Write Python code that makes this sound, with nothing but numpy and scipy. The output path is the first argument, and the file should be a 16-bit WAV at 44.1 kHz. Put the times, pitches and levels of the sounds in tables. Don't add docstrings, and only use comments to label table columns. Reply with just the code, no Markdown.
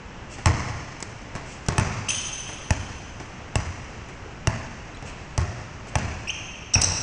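import sys
import numpy as np
from scipy import signal
from scipy.fft import rfft, irfft, next_fast_len
from scipy.io import wavfile
from scipy.ndimage import uniform_filter1d, minimum_filter1d

SR = 44100
rng = np.random.default_rng(int(sys.argv[2]) if len(sys.argv) > 2 else 0)


def generate_wav(signal):
    frames = np.transpose(np.atleast_2d(signal))
    scaled = np.clip(frames, -1, 1) * 32767
    pcm = np.round(scaled).astype(np.int16)
    wavfile.write(sys.argv[1], SR, pcm)


N = 309582

# (time [s], thump level [dB], slap level [dB], skin ring [dB], distance [m], thump pitch [Hz], thump T60 [s],
#  skin flattening time [s], treble [dB], wall echo lag [s], wall echo level [dB], boards' base pitch [Hz],
#  boards level [dB], upper-middle bite [dB])
BOUNCES = [(0.4584, 0.5, -2.5, 2.5, 7.54, 100, 0.046, 0.00096, -2.5, 0.0124, -7, 181, -23, -3.5),
           (1.7812, -0.5, -4, 2.5, 6.5, 100.5, 0.029, 0.00085, 0, 0.016, -7.5, 200, -28, 2),
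           (2.7063, -2, -4, -3.5, 3.17, 85.7, 0.046, 0.0012, 1.5, 0.019, -17, 191, -21, 0),
           (3.556, -4.5, -7, 0, 4.5, 85, 0.04, 0.001, 1.5, 0.014, -23, 167.5, -28, 3.5),
           (4.4723, 0.5, -3, -1, 3.56, 101, 0.022, 0.0011, -3, 0.032, -23, 150.4, -25, 1.5),
           (5.3780, -5, -8, 3, 6.2, 94.4, 0.067, 0.00158, -2.5, 0.028, -15, 193.4, -27, -4.5),
           (5.955, -5.5, -7, 1.5, 5.85, 93.4, 0.045, 0.0012, -2, 0.029, -12.5, 188, -25, 7),
           (6.7546, -7, -7.5, 2, 10.2, 93, 0.066, 0.0014, -13, 0.023, -10.5, 178.5, -28.5, -6)]
# (pitch [Hz], T60 [s], level [dB])
BALL_MODES = [(243, 0.056, -17.5), (341, 0.07, -26), (619, 0.18, -24), (700, 0.048, -17.5),
              (857, 0.074, -17), (1088, 0.21, -23.5), (1750, 0.014, -15.5), (2606, 0.02, -16),
              (5560, 0.0031, -5), (7740, 0.0047, -7.5)]
# (frequency [Hz], level [dB])
CRACK_SPECTRUM = [(60, -5.5), (130, -8.5), (210, 7.5), (320, 3.5), (460, 2), (650, 3), (1050, 1.5),
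                  (1400, 0.5), (2700, -1), (3700, -16.5), (5000, -4.5), (6200, 0.5), (8000, -7.5),
                  (11000, -33)]
# (multiple of base pitch [ratio], T60 [s], level [dB])
BOARD_MODES = [(0.999, 0.072, 1.5), (1.48, 0.066, -10.5), (1.791, 0.046, -5), (2.45, 0.073, -15)]
# (time [s], level [dB], palm share [0 fingertips, 1 flat hand], distance [m])
HANDS = [(1.004, -36, 0, 1.6), (1.026, -24, 0, 2.8), (1.3524, -25, 0.46, 5.2), (1.362, -33, 0.52, 3.4),
         (1.6627, -34, 0.13, 1.5), (1.6854, -11.5, 0.35, 4.6), (5.025, -34.5, 1, 11.4)]
# (frequency [Hz], level [dB])
SMACK_SPECTRUM = [(100, -28.5), (250, 11.5), (500, 4), (1000, 4), (1500, -0.5), (2000, 2), (2700, -3.5),
                  (3800, -10.5), (6000, 3.5), (8000, -3), (11000, -28)]
# (time [s], level [dB], treble of the sole [dB])
STEPS = [(0.384, -31, -14), (1.358, -30, -27), (2.49, -28, -24), (3.2, -31, -29), (4.087, -36, -15),
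         (5.871, -34.5, -16), (6.834, -27.5, -18)]
# (time [s], length [s], settled pitch [Hz], starting pitch [share of settled], level [dB], octave [dB],
#  third partial [dB], rasp [dB], distance [m], rms pitch waver [share of pitch])
CHIRPS = [(2.0845, 0.0055, 2870, 0.92, -18, -12, -16, -12, 7.3, 0.012),
          (2.087, 0.014, 3040, 0.99, -25, 7, -1.5, -7, 15, 0.031),
          (2.097, 0.0093, 3064, 1.05, -20.5, 1, -8, -24, 9.1, .02),
          (2.1046, 0.0078, 3164, 1.11, -24, 7, -12, -17, 8.2, 0.035),
          (2.1024, 0.0065, 2770, 0.92, -16.5, -10, -23, -18, 4.8, 0.016),
          (4.945, 0.011, 4170, 0.9, -39, -12, -30, -16, 3.9, .01),
          (4.9705, 0.0034, 3220, 1.05, -38.5, 4, -32, -22, 4.5, .01),
          (6.2727, 0.011, 2694, 1, -20.5, -18, -22, -33, 6.2, 0.043),
          (6.279, 0.016, 2750, 1.04, -33.5, 3, -13.5, -23, 7.9, 0.038),
          (6.2935, 0.0073, 3090, 0.78, -13.5, -22, -37, -39, 5.3, 0.018),
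          (6.301, 0.0035, 2990, 0.95, -19, -9, -44, -40, 2.6, 0.025),
          (6.301, 0.008, 3215, 0.9, -25.5, 4.5, -40, -35, 8.2, 0.016),
          (6.736, 0.0039, 2710, 1, -33.5, 13, 6, 11.5, 5, 0.035),
          (6.739, 0.0043, 2870, 1.04, -25, 23, -1, 2, 4.5, 0.017),
          (6.743, 0.011, 2830, 0.97, -29, 23.5, -22, -2, 5.5, 0.012),
          (6.754, 0.0066, 2590, 0.993, -11, -12, -30, -31, 3.9, 0.0089),
          (6.8133, 0.0044, 3170, 0.95, -34.5, 20, 18, 4, 4.1, 0.031),
          (6.8169, 0.0032, 2427, 1.1, -31, 32, 29, 16, 5.3, 0.025),
          (6.8175, 0.0072, 2964, 1.2, -32.5, 21.5, 10.5, 10, 5.5, 0.027),
          (6.825, 0.0039, 2760, 1.1, -36, 19, -4, -4, 5, 0.013),
          (6.829, 0.006, 2860, 0.83, -36, 16, -3, -10, 7.8, 0.0073),
          (6.8344, 0.0065, 3120, 0.84, -31, 22.5, 0, 1, 8.8, 0.023),
          (6.841, 0.004, 2760, 1, -36.5, 19, 23.5, 5, 6, 0.018),
          (6.8425, 0.0041, 3120, 0.98, -35.5, 33, -4, 3, 5.1, 0.016)]
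# (frequency [Hz], level [dB])
RASP_SPECTRUM = [(1500, -11), (2700, -16), (3300, -20.5), (3900, -1.5), (4400, -10), (5000, 3), (6300, 0),
                 (7100, -23), (7900, 4.5), (8700, -14), (10500, -43)]
# (pitch [share of chirp pitch], level [dB])
RIBS = [(.95, -11.5), (1.05, -10.5)]
# (frequency [Hz], level [dB])
UNREST_SPECTRUM = [(300, 22.0), (1500, -46.0), (5000, -72)]
# (time [s], length [s], level [dB])
HISSES = [(0.292, 0.085, -47.5), (1.435, 0.15, -50.5), (5.047, 0.066, -47.5), (5.876, 0.029, -49.5),
          (5.986, 0.0067, -38)]
# (frequency [Hz], level [dB])
HISS_SPECTRUM = [(1000, -26), (2700, 8.5), (3700, -8.5), (5800, 2), (8000, -1), (11000, -46)]
# (time [s], pitch [Hz], level [dB])
KNOCKS = [(4.2596, 400, -21.5), (5.0265, 670, -23), (5.046, 480, -28), (6.836, 670, -13)]
# (frequency [Hz], T60 [s])
HALL_T60 = [(60, 1.2), (150, 1.34), (400, 1.5), (1000, 2), (2800, 3), (6000, 2.5), (10000, 1.62)]
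# (frequency [Hz], level [dB])
HALL_COLOUR = [(30, 1.5), (80, 5.5), (165, 3.5), (400, 7.5), (1100, 7), (2000, 6.5), (3000, 3), (4000, 5),
               (6000, 0), (7400, -1), (9200, 0.5), (10200, -73.5)]
# (frequency [Hz], relative level per Hz [dB])
AIR_SPECTRUM = [(20, -3.5), (45, 1.5), (100, 2), (200, -5), (450, -11), (900, -12), (1400, -14.5),
                (2100, -16.5), (2750, -17.5), (3700, -29.5), (4500, -30.5), (5900, -26.5), (7800, -35.5),
                (10000, -72)]
# (frequency [Hz], level [dB])
AIR_DRIFT = [(2, 0), (8, -20), (40, -90)]

NEAR_M = 6.26
THUMP_DB, THUMP_HALL_DB = -3, -0.5
REBOUND_S = 0.01004
FAR_S, FAR_DB = .084, -15
BEND_S, BEND_HZ = 0.000496, 1026
TIPS_BRIGHT_DB, PALM_BRIGHT_DB = 4, -26.5
TIPS_THUD_DB, PALM_THUD_DB, FULL_THUD_SHARE = -8, 3, 0.49
HAND_HZ, HAND_T60_S = 116.5, 0.024
STEP_HZ, STEP_T60_S = 109, 0.09
STEP_THUD_DB, STEP_BRIGHT_DB, STEP_HALL_DB = -4.5, -5, -0.5
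SETTLE_S = 0.0052
FUNDAMENTAL_DB, OVERTONES_DB = -9, 12.5
HISS_BRIGHT_DB = 4.5
KNOCK_T60_S = 0.016
WALLS_FIRST_S, WALLS_LAST_S, WALLS_DB = .025, .14, 13.5
AIR_DB = -39.47
TOP_HZ = 10400


def bounces(grain=0.15, contact_t60=0.017, flatten_db=-8.0, ring_db=-8, crack_db=8.5,
            spread_crack_db=15, spread_ring_db=-11, spread_flatten_db=-12, echo_bright_db=-4, boards_hall_db=5):
    t = clock(.25)
    crack = click(CRACK_SPECTRUM, len(t))
    for (s, weight_db, slap_db, skin_db, metres, hz, t60, flatten, bright_db,
         lag, echo_db, boards_hz, boards_db, bite_db) in BOUNCES:
        contact = grain * rng.standard_normal(len(t)) * fade(t, contact_t60)
        contact[0] = 1
        contact[int(flatten * SR)] += undb(flatten_db)

        ring = undb(ring_db + skin_db) * skin(t)
        thump_time = np.maximum(t - REBOUND_S + .75 / hz, 0)
        low = undb(weight_db + THUMP_DB) * thump(thump_time, hz, t60)
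        shudder = undb(boards_db) * boards(t, boards_hz)
        body = ring + undb(crack_db) * crack
        slap = signal.fftconvolve(bend(contact), body)[:len(t)]
        slap = bite(undb(slap_db) * brighten(slap, bright_db), bite_db)

        direct = slap + low + shudder
        add(direct, lag, undb(echo_db) * scatter(brighten(slap, echo_bright_db)))
        add(direct, FAR_S, undb(FAR_DB) * metres / NEAR_M * low)

        spread = undb(spread_ring_db) * ring + undb(spread_crack_db) * crack
        spread = undb(slap_db) * brighten(spread, bright_db)
        add(spread, flatten, undb(spread_flatten_db) * spread)
        to_hall = bite(spread, bite_db / 2) + undb(THUMP_HALL_DB) * low + undb(boards_hall_db) * shudder
        yield s, direct, metres / NEAR_M * to_hall


def skin(t, detune=0.024):
    tuning = 1 + detune * rng.standard_normal(len(BALL_MODES))
    return sum(undb(db) * np.cos(2 * np.pi * hz * k * t) * fade(t, t60)
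               for (hz, t60, db), k in zip(BALL_MODES, tuning))


def thump(t, hz, t60, rise=0.0049):
    swing = -np.sin(2 * np.pi * hz * t)
    onset = 1 - np.exp(-(t / rise) ** 2)
    return swing * onset * fade(np.maximum(t - 1 / hz / 2, 0), t60)


def boards(t, hz, load_s=0.0041, scatter=0.027):
    chance = rng.standard_normal((len(BOARD_MODES), 2))
    modes = sum(undb(db) * np.sin(2 * np.pi * (hz * ratio * (1 + scatter * off) * t + turn)) * fade(t, t60)
                for (ratio, t60, db), (off, turn) in zip(BOARD_MODES, chance))
    return modes * (1 - np.exp(-(t / load_s) ** 2))


def bend(x):
    size = 2 * len(x)
    f = np.fft.rfftfreq(size, 1 / SR)
    lag = np.exp(-2j * np.pi * 2 * BEND_S * np.sqrt(BEND_HZ * f))
    return irfft(rfft(x, size) * lag, size)[:len(x)]


def bite(x, db, low_hz=2200, high_hz=3100):
    band = signal.butter(1, (low_hz, high_hz), "bandpass", fs=SR, output="sos")
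    return x + (undb(db) - 1) * signal.sosfilt(band, x)


def scatter(x, rough=0.023, t60=0.027):
    t = clock(.1)
    facets = rough * rng.standard_normal(len(t)) * fade(t, t60)
    facets[0] = 1
    return signal.fftconvolve(x, facets)


def hands(ring_db=1, ring_bright_db=-12, grip_t60=.16):
    texture, t = noise(SMACK_SPECTRUM), clock(.25)
    for s, db, palm, metres in HANDS:
        thud_db = np.interp(palm, [0, FULL_THUD_SHARE], [TIPS_THUD_DB, PALM_THUD_DB])
        bright_db = np.interp(palm, [0, 1], [TIPS_BRIGHT_DB, PALM_BRIGHT_DB])
        hall_db = 20 * np.log10(metres / NEAR_M)
        _, direct, spread = tap(texture, s, db, thud_db, HAND_HZ, bright_db, HAND_T60_S, hall_db)
        ring = undb(db + ring_db) * brighten(skin(t), ring_bright_db, 1600) * fade(t, grip_t60)
        yield s, direct + ring, spread + metres / NEAR_M * ring


def steps(sole_hz=2600):
    texture = noise(SMACK_SPECTRUM)
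    for s, db, sole_db in STEPS:
        sole = brighten(texture, sole_db, sole_hz)
        yield tap(sole, s, db, STEP_THUD_DB, STEP_HZ, STEP_BRIGHT_DB, STEP_T60_S, STEP_HALL_DB)


def tap(texture, s, db, thud_db, hz, bright_db, t60, hall_db, thud_t60=0.02):
    t = clock(.25)
    clap = click(SMACK_SPECTRUM, len(t))
    smack = undb(db) * piece(texture, s, len(t)) * fade(t, t60)
    thud = undb(db + thud_db) * thump(t, hz, thud_t60, rise=0.00099)
    spread = clap * np.linalg.norm(smack) / np.linalg.norm(clap)
    return s, brighten(smack, bright_db) + thud, undb(hall_db) * (brighten(spread, bright_db) + thud)


def chirps(flutter_db=2.0, edge=0.7):
    texture = noise(RASP_SPECTRUM)
    unrest, grip = noise(UNREST_SPECTRUM), noise(UNREST_SPECTRUM)
    for s, length, settled_hz, start, db, octave_db, third_db, rasp_db, metres, waver in CHIRPS:
        t = clock(length)
        drag = np.exp(-t / SETTLE_S)
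        glide = 1 + (start - 1) * drag
        hz = settled_hz * glide * (1 + waver * piece(unrest, s, len(t)))
        phase = 2 * np.pi * np.cumsum(hz) / SR

        low = undb(FUNDAMENTAL_DB * (1 - drag))
        high = undb(-OVERTONES_DB * drag)

        def rib(turn):
            return low * np.sin(turn) + high * undb(octave_db) * np.sin(2 * turn)

        third = high * undb(third_db) * np.sin(3 * phase)
        rasp = undb(rasp_db) * piece(texture, s, len(t))
        flutter = undb(db + flutter_db * piece(grip, s, len(t)))
        swell = flutter * np.sin(np.pi * t / length) ** edge
        chirp = swell * (rib(phase) + third + rasp)
        neighbours = swell * sum(undb(rib_db) * rib(share * phase) for share, rib_db in RIBS)
        yield s, chirp, metres / NEAR_M * (chirp + neighbours)


def hisses(hall_db=1):
    texture = brighten(noise(HISS_SPECTRUM), HISS_BRIGHT_DB)
    for s, length, db in HISSES:
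        t = clock(length)
        hiss = undb(db) * piece(texture, s, len(t)) * np.sin(np.pi * t / length)
        yield s, hiss, undb(hall_db) * hiss


def knocks():
    out = np.zeros(N)
    for s, hz, db in KNOCKS:
        add(out, s, undb(db) * thump(clock(.1), hz, KNOCK_T60_S, rise=0.0027))
    return out


def hall(count=7, level_db=-44, first=0.00093, build=0.0032, early_db=-4.0, early_t60=1.0,
         lumpy=0.37, mixing=0.15, bunch_db=1.5):
    t = clock(2)
    late = np.maximum(t - first, 0)
    f = np.fft.rfftfreq(len(t), 1 / SR)

    lumps = np.repeat(rng.standard_normal(len(t) // 64 + 1), 64)[:len(t)]
    spread = lumpy * np.exp(-late / mixing)
    rays = rng.standard_normal(len(t)) * np.exp(spread * lumps - spread ** 2)
    knots = np.arange(0, t[-1], .01)
    rays *= undb(bunch_db * np.interp(t, knots, rng.standard_normal(len(knots))))
    echo_times = rng.uniform(WALLS_FIRST_S, WALLS_LAST_S, count)
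    rays[(SR * echo_times).astype(int)] += undb(WALLS_DB)

    reflections = rfft(rays) * undb(at(HALL_COLOUR, f))
    centres, t60s = np.transpose(HALL_T60)
    tail = sum(irfft(reflections * at(np.c_[centres, band], f), len(t)) * fade(t, t60)
               for band, t60 in zip(np.eye(len(t60s)), t60s))
    onset = 1 - np.exp(-late / build)
    early = 1 + undb(early_db) * fade(late, early_t60)
    return undb(level_db) * tail * onset * early


def ventilation():
    drift = noise(AIR_DRIFT)
    return noise(AIR_SPECTRUM) * undb(AIR_DB + .5 * drift)


def undb(db):
    return 10 ** (np.asarray(db) / 20)


def at(points, hz):
    f, value = np.transpose(points)
    return np.interp(np.log(np.maximum(hz, 1)), np.log(f), value)


def clock(length):
    return np.arange(int(length * SR)) / SR


def noise(points):
    size = next_fast_len(N, True)
    spectrum = rfft(rng.standard_normal(size)) * undb(at(points, np.fft.rfftfreq(size, 1 / SR)))
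    x = irfft(spectrum, size)[:N]
    return x / x.std()


def click(points, size):
    cepstrum = irfft(np.log(undb(at(points, np.fft.rfftfreq(2 * size, 1 / SR)))))[:size]
    cepstrum[1:] *= 2
    return irfft(np.exp(rfft(cepstrum, 2 * size)))[:size]


def piece(x, s, size):
    return x.take(int(s * SR) + np.arange(size), mode="wrap")


def add(track, s, x):
    i = int(s * SR)
    track[i:i + len(x)] += x[:len(track) - i]


def fade(t, t60):
    return np.exp(-np.log(1000) * t / t60)


def brighten(x, db, corner_hz=3500):
    low = signal.sosfilt(signal.butter(1, corner_hz, fs=SR, output="sos"), x)
    return low + undb(db) * (x - low)


def scene(count=8):
    out = ventilation()
    answers = [hall() for _ in range(count)]
    actions = [*bounces(), *hands(), *steps(), *hisses(), *chirps()]
    for k, (s, direct, spread) in enumerate(actions):
        add(out, s, direct)
        add(out, s, signal.fftconvolve(spread, answers[k % count]))
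    return (out + knocks())[None]


def record(dry, ceiling=0.53):
    gain = minimum_filter1d(ceiling / np.maximum(np.abs(dry), ceiling), size=45)
    limited = dry * uniform_filter1d(gain, size=45)
    return signal.sosfilt(signal.ellip(8, .2, 70, TOP_HZ, fs=SR, output="sos"), limited)


dry = scene()
out = record(dry)
generate_wav(out)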